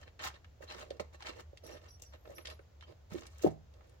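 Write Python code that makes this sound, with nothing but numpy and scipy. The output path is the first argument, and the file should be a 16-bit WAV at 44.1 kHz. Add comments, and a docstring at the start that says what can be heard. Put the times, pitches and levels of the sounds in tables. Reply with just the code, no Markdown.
"""Crunching, scraping litter, close by: a kitten paws about in a plastic tub in a small quiet room.
Each stroke makes grains slip, clink and rub the tub; single grains snap, with a few high squeaky rings.
Paws knock on the wall and set the tub ringing, hardest near the end. Behind this a small piece of
metal tinkles faintly and a thin high whistle glides by, over a low hum and soft hiss."""
import sys
import numpy as np
from scipy import signal
from scipy.fft import rfft, irfft
from scipy.io import wavfile
from scipy.ndimage import uniform_filter1d

SR = 44100
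rng = np.random.default_rng(int(sys.argv[2]) if len(sys.argv) > 2 else 0)


def wav_record(signal):
    """Record a signal, one row per channel, as 16-bit PCM in the file named by sys.argv[1]."""
    frames = np.transpose(np.atleast_2d(signal))
    bounded = np.clip(frames, -1, 1)
    # unit amplitude maps onto the largest positive 16-bit level
    quanta = np.round(bounded * 32767).astype(np.int16)
    wavfile.write(sys.argv[1], SR, quanta)


N = 176400
T = np.arange(N) / SR


def from_db(db):
    """Decibels to gain."""
    return 10 ** (np.asarray(db) / 20)


def unit_rms(x):
    """Scale to rms 1."""
    return x / np.sqrt(np.mean(x ** 2) + 1e-20)


def pan_gains(left_minus_right_db):
    """Constant-power stereo gains."""
    return unit_rms(from_db([[left_minus_right_db / 2], [-left_minus_right_db / 2]]))


def gain_at(spectrum, hz):
    """Gain of a (Hz, dB) spectrum, interpolated in log frequency."""
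    points_hz, db = np.transpose(spectrum)
    return from_db(np.interp(np.log(hz + 1e-9), np.log(points_hz), db))


def bandpass(x, low_hz, high_hz, order=2):
    """Butterworth band-pass."""
    sos = signal.butter(order, [low_hz, min(high_hz, .47 * SR)], "band", fs=SR, output="sos")
    return signal.sosfilt(sos, x + 1e-18)


def ring(x, hz, t60_s):
    """One mode: a unit click starts a decaying sine of height 1."""
    r, w = from_db(-60 / (t60_s * SR)), 2 * np.pi * hz / SR
    return signal.lfilter([0, np.sin(w)], [1, -2 * r * np.cos(w), r * r], x + 1e-18)


def decay(t, t60_s):
    """1 until t = 0, then exponential decay."""
    return np.exp(-np.log(1000) * np.maximum(t, 0) / t60_s)


def add(out, start_s, x):
    """Mix a short sound in."""
    i = max(int(start_s * SR), 0)
    out[..., i:i + x.shape[-1]] += x[..., :N - i]


# Paw strokes: (start [s], rise [s], hold [s], crunch [dB], fine hiss [dB], tub rub [dB])
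PAW_STROKES = [(-0.012, 0.039, 0.0045, -57.5, -73, -64), (0.049, 0.024, 0.0065, -59, -93, -60.5),
               (0.187, 0.0067, 0.019, -46.5, -81, -54.5), (0.213, 0.023, 0.04, -40.5, -48.5, -53),
               (0.335, 0.0019, 0.026, -56, -93, -63), (0.604, 0.03, 0.0052, -56, -63.5, -53.5),
               (0.662, 0.047, 0.036, -49.5, -67, -58), (0.738, 0.052, 0.035, -51.5, -62, -51.5),
               (0.819, 0.011, 0.14, -68, -79, -58.5), (0.996, 0.00098, 0.0042, -46.5, -52.5, -39.5),
               (1.125, 0.018, 0.0052, -56, -68.5, -59), (1.186, 0.043, 0.01, -53, -69, -64),
               (1.244, 0.017, 0.036, -44.5, -61.5, -52.5), (1.285, 0.016, 0.071, -60.5, -69.5, -60.5),
               (1.355, 0.035, 0.018, -55.5, -66, -54.5), (1.616, 0.043, 0.077, -59.5, -67, -54),
               (1.693, 0.016, 0.069, -57.5, -90, -56), (1.804, 0.018, 0.068, -64.5, -77, -66),
               (1.995, 0.0045, 0.04, -74, -59, -67), (2.118, 0.022, 0.0074, -57, -92, -59.5),
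               (2.23, 0.063, 0.047, -63, -71.5, -54.5), (2.354, 0.025, 0.031, -63, -85, -56.5),
               (2.446, 0.002, 0.08, -54, -74, -60), (2.804, 0.0087, 0.022, -60, -96, -75),
               (2.865, 0.012, .04, -67, -96, -59), (3.095, 0.027, 0.07, -57.5, -62.5, -57.5),
               (3.191, 0.018, 0.07, -61, -73, -61.5), (3.277, 0.048, 0.19, -65.5, -71, -77),
               (3.407, 0.021, 0.0033, -52, -51.5, -55), (3.434, 0.0043, 0.036, -53.5, -63.5, -34),
               (3.715, 0.039, 0.2, -76.5, -85, -69.5)]
# Spectra of crunch, fine hiss and tub rub: (frequency [Hz], relative density [dB])
CRUNCH_SPECTRUM = [(400, -21), (750, 3.5), (1100, 8.5), (1600, 6.5), (2300, 4), (4200, -3), (6500, -10.5),
                   (8000, -10), (10000, -54), (15500, -66)]
HISS_SPECTRUM = [(2600, -11), (4400, -5.5), (7000, 2), (8500, -15), (10500, -14.5), (13000, -10),
                 (15500, -11.5)]
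RUB_SPECTRUM = [(100, -0.5), (170, -4), (280, -4), (420, 2.5), (540, 10.5), (700, -11.5), (950, -17),
                (1600, -41)]


def scrapes(grains_per_s=710, reference_db=-49, rubs_per_s=700):
    """Each paw stroke swells, holds and dies away; a harder stroke moves more grains."""
    power = np.zeros((3, 2, N))
    for start_s, rise_s, hold_s, *levels_db in PAW_STROKES:
        attack = np.clip((T - start_s) / max(rise_s, .002), 0, 1)
        push = attack * decay(T - start_s - rise_s - hold_s, t60_s=0.059)
        for layer, db in zip(power, levels_db):
            layer += (push * from_db(db)) ** 2
    crunch_env, hiss_env, rub_env = np.sqrt(power)
    slips_per_s = grains_per_s * (crunch_env[0] / from_db(reference_db) + 0.1) ** .6
    crunch = crunch_env * from_db(-1.5) * grains(slips_per_s, CRUNCH_SPECTRUM) + clinks(crunch_env)
    hiss = hiss_env * grains(slips_per_s, HISS_SPECTRUM)
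    rub = rub_env * pan_gains(-6.5) * grains(rubs_per_s, RUB_SPECTRUM)
    return crunch + hiss + rub


def grains(per_s, spectrum, size_spread_db=4, colour_spread_db=4, t60_s=0.017):
    """Grains slip at random, each a brief rattle with its own size and colour; rms 1."""
    slips = np.flatnonzero(rng.random(N) < per_s / SR)
    size = from_db(size_spread_db * np.minimum(rng.exponential(1, N), 4)) / np.sqrt(per_s)
    colour_db = colour_spread_db * rng.standard_normal(N)
    # two stereo noises for alternate bands, each partly common to left and right
    noises = rng.standard_normal((2, 2, N)) + .8 * rng.standard_normal((2, 1, N))
    out, edges_hz = 0, np.geomspace(100, 17000, 20)
    for k, (low_hz, high_hz) in enumerate(zip(edges_hz, edges_hz[1:])):
        clicks = np.zeros(N)
        clicks[slips] = size[slips] * from_db(np.roll(colour_db, 997 * k)[slips])  # new colour per band
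        power = signal.lfilter([1], [1, -decay(2 / SR, t60_s)], clicks ** 2 + 1e-18)
        rattle = bandpass(unit_rms(np.sqrt(power)) * noises[k % 2], low_hz, high_hz)
        out += gain_at(spectrum, np.sqrt(low_hz * high_hz)) * rattle
    return unit_rms(out)


# Coarse grains ringing against the tub: (pitch [Hz])
CLINK_PITCHES_HZ = [1122, 1817, 2260, 2734, 3100, 3800, 4086, 4350, 5600]


def clinks(force, per_s=870, t60_s=0.046, relative_db=-8):
    """Coarse grains catch and let go, each ringing at one pitch; the level follows the force."""
    caught = rng.random(N) < per_s / SR
    pitch_index = rng.integers(0, len(CLINK_PITCHES_HZ), N)
    clicks = caught * rng.standard_normal((2, N))
    out, at_unit_force = 0, 0
    for k, hz in enumerate(CLINK_PITCHES_HZ):
        hits = clicks * (pitch_index == k) * gain_at(CRUNCH_SPECTRUM, hz) * np.sqrt(hz)
        out += ring(hits * force, hz, t60_s)
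        at_unit_force += ring(hits, hz, t60_s)
    return from_db(relative_db) * out / np.std(at_unit_force)


# Single grains: (time [s], level before trim [dB], centre [Hz])
GRAIN_SNAPS = [(0.074, -55, 2040), (0.193, -63, 2620), (0.302, -42, 1100), (.341, -49, 2300),
               (0.445, -46.5, 1860), (0.905, -39.5, 3050), (1, -39, 3300), (1.224, -39, 2820),
               (1.573, -44, 3000), (1.665, -49.5, 11300), (2.018, -59, 6000), (2.255, -46.5, 1210),
               (2.382, -37, 1680), (2.455, -33, 2800), (2.471, -34, 2920), (2.5, -39.5, 3000),
               (2.592, -47.5, 1200), (2.809, -46, 2570), (3.184, -42, 2030), (3.267, -43.5, 5100),
               (3.738, -57.5, 3140), (3.808, -50.5, 1020), (3.895, -60.5, 6300)]


def snaps(t60_s=0.026, edge_ratio=1.61, trim_db=-20):
    """A grain snaps or hits the wall: a short burst of band noise."""
    out, t = np.zeros((2, N)), T[:SR // 20]
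    for start_s, db, hz in GRAIN_SNAPS:
        burst = rng.standard_normal((2, len(t))) * decay(t, t60_s)
        burst = bandpass(burst, hz / edge_ratio, hz * edge_ratio)
        add(out, start_s, from_db(db + trim_db) * unit_rms(burst))
    return out


# Paw knocks: (time [s], flex peak [dB], settled pitch [Hz], pan L-R [dB])
PAW_KNOCKS = [(0.606, -43, 510, -22), (0.907, -30.5, 487, -6), (1.001, -29, 468, -11),
              (1.004, -46.5, 185, -2), (1.531, -45, 510, -6), (2.274, -45, 545, 1), (2.297, -40.5, 560, 2),
              (2.313, -45, 535, 9), (2.594, -45.5, 454, -5), (3.119, -38, 188, -6.5),
              (3.144, -30, 353, -14), (3.155, -30, 317, -5), (3.4438, -13, 306.4, 3.5),
              (3.462, -26, 173, -2), (3.463, -21, 667, -2.5), (3.47, -24.5, 365, -3)]
# Tub modes: (frequency [Hz], relative level [dB], t60 [s])
TUB_MODES = [(110, -2, 0.28), (154, -4.5, 0.38), (213, -16, 0.49), (262, -5, 0.25), (480, -9.5, 0.071),
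             (529, -5, 0.06), (762, 1.5, 0.067)]


def knocks(t60_cycles=4.22, stiffening=5.8, settle_s=0.0014, softness_hz=710, ring_db=-7):
    """A soft paw flexes the wall, higher in pitch at first the harder it lands, and the tub rings."""
    out, t = np.zeros((2, N)), T[:SR // 2]
    soft_paw = signal.butter(4, softness_hz, fs=SR, output="sos")
    for start_s, db, hz, pan_db in PAW_KNOCKS:
        pitch_hz = hz * (1 + stiffening * from_db(db) * np.exp(-t / settle_s))
        envelope = t * hz * decay(t, t60_cycles / hz)
        flex = signal.sosfilt(soft_paw, envelope * np.sin(2 * np.pi * np.cumsum(pitch_hz) / SR))
        flex /= np.abs(flex).max()
        body = 0
        for k, (mode_hz, mode_db, t60_s) in enumerate(TUB_MODES):
            gains = (-1) ** k * from_db(mode_db + rng.normal(0, 0.25, (2, 1)))
            body += gains * ring(flex, mode_hz, t60_s)
        knock = flex + from_db(ring_db) * body / np.abs(flex).sum()
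        add(out, start_s, from_db(db) * pan_gains(pan_db) * knock)
    return out


# Brief high squeaky rings: (start [s], level [dB], pitch [Hz])
SQUEAKY_RINGS = [(0.673, -54.5, 4086), (2.46, -60, 4870), (2.811, -63.5, 3100), (2.862, -73.5, 4840)]


def squeaky_rings():
    """Brief high squeaky rings; those near 4840 Hz are the small metal piece ringing."""
    out = np.zeros((2, N))
    for start_s, db, hz in SQUEAKY_RINGS:
        add(out, start_s, from_db(db) * chatter(hz, swell_s=0.019, t60_s=0.035))
    return out


def chatter(hz, swell_s, t60_s, touches_per_s=460):
    """A run of light touches swells and fades, ringing one mode roughly; rms near 1 at its height."""
    t = T[:SR // 2]
    touches = (rng.random(len(t)) < touches_per_s / SR) * t * np.exp(-t / swell_s)
    ringing = ring(touches * rng.standard_normal((2, len(t))), hz, t60_s)
    return unit_rms(ringing) * np.sqrt(2 * swell_s * SR / len(t))


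# Tinkles: (start [s], low modes [dB], high modes [dB])
METAL_TINKLES = [(1.634, -60.5, -66.5), (1.701, -61.5, -70.5), (1.879, -60.5, -70), (2.039, -64.5, -79),
                 (2.344, -62.5, -60.5), (2.474, -74, -69.5)]
# Metal modes: (frequency [Hz], relative level [dB])
METAL_LOW_MODES = [(4840, -10), (5690, 0)]
METAL_HIGH_MODES = [(10160, -3), (11660, -2)]


def tinkles():
    """Runs of light touches make a small piece of metal shimmer."""
    out = np.zeros((2, N))
    for start_s, low_db, high_db in METAL_TINKLES:
        for db, modes in ((low_db, METAL_LOW_MODES), (high_db, METAL_HIGH_MODES)):
            for hz, mode_db in modes:
                add(out, start_s, from_db(db + mode_db) * chatter(hz, swell_s=0.02, t60_s=0.07))
    return out


# Whistle contour: (time [s], pitch [Hz], level [dB])
WHISTLE_CONTOUR = [(2.06, 12000, -92), (2.15, 11750, -86), (2.205, 12950, -83), (2.28, 13150, -81),
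                   (2.34, 12500, -83), (2.44, 12100, -82), (2.53, 10200, -89), (2.63, 9300, -91)]


def whistle(glide_s=.03, jitter_hz=50, flutter_db=3.8):
    """A thin, slightly unsteady tone arches over and falls away."""
    times_s, hz, db = np.transpose(WHISTLE_CONTOUR)
    pitch_hz = uniform_filter1d(np.interp(T, times_s, hz), int(glide_s * SR))
    pitch_hz += jitter_hz * unit_rms(bandpass(rng.standard_normal(N), 22, 230))
    level_db = np.interp(T, times_s, db) + flutter_db * unit_rms(bandpass(rng.standard_normal(N), 18, 120))
    gate = (T > times_s[0]) * (T < times_s[-1])
    return from_db(level_db) * gate * np.sin(2 * np.pi * np.cumsum(pitch_hz) / SR)


# Room hiss: (frequency [Hz], relative density [dB])
AIR_SPECTRUM = [(30, -3), (110, -5), (260, -10), (550, -6), (950, -14), (2500, -21.5), (7200, -26),
                (8400, -43), (15500, -33)]


def background(air_db=-68, correlation=0.06, hum_db=-57.5, hum_hz=73.5, width_hz=14):
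    """Soft room hiss and a low wavering hum of narrow-band noise."""
    white = rng.standard_normal((3, N))
    air = np.sqrt(1 - correlation) * white[:2] + np.sqrt(correlation) * white[2]
    air = irfft(rfft(air) * gain_at(AIR_SPECTRUM, np.arange(N // 2 + 1) * SR / N), N)
    hum = bandpass(rng.standard_normal(N + SR), hum_hz - width_hz / 2, hum_hz + width_hz / 2, order=1)
    hum = bandpass(hum[SR:], 41, 136)
    return from_db(air_db) * unit_rms(air) + from_db(hum_db) * unit_rms(hum)


def reflections(delay_s, t60_s):
    """Dense echoes: a stereo impulse response of decaying noise, unit energy per side on average."""
    t = T[:SR // 2]
    echoes = rng.standard_normal((2, len(t))) * decay(t, t60_s) * (t > delay_s)
    return echoes / np.sqrt(np.sum(echoes ** 2) / 2)


def tub_in_room(x, room_db, walls_db, antiphase_hz=480):
    """Direct sound, quick reflections from the tub walls and a short, duller room tail."""
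    # all-pass on the right: above antiphase_hz the two microphone ports tend to opposite phase
    k = np.tan(np.pi * antiphase_hz / SR)
    a = (k - 1) / (k + 1)
    direct = np.array([x[0], signal.lfilter([a, 1], [1, a], x[1])])
    room = from_db(room_db) * bandpass(reflections(delay_s=.005, t60_s=0.28), 70, 7000, order=1)
    walls = from_db(walls_db) * reflections(delay_s=.001, t60_s=0.052)
    return direct + signal.fftconvolve(x, room + walls, axes=1)[:, :N]


def scene():
    """Litter and tub in the room, with the faint sounds around them."""
    litter = tub_in_room(scrapes() + snaps(), room_db=-12, walls_db=-4.5)
    tub = tub_in_room(knocks(), room_db=-15.5, walls_db=-4.0)
    return litter + tub + squeaky_rings() + tinkles() + whistle() + background()


def record(dry):
    """Steep low-pass at 15.9 kHz."""
    return signal.sosfilt(signal.ellip(10, .1, 70, 15900, fs=SR, output="sos"), dry)


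dry = scene()
out = record(dry)
wav_record(out)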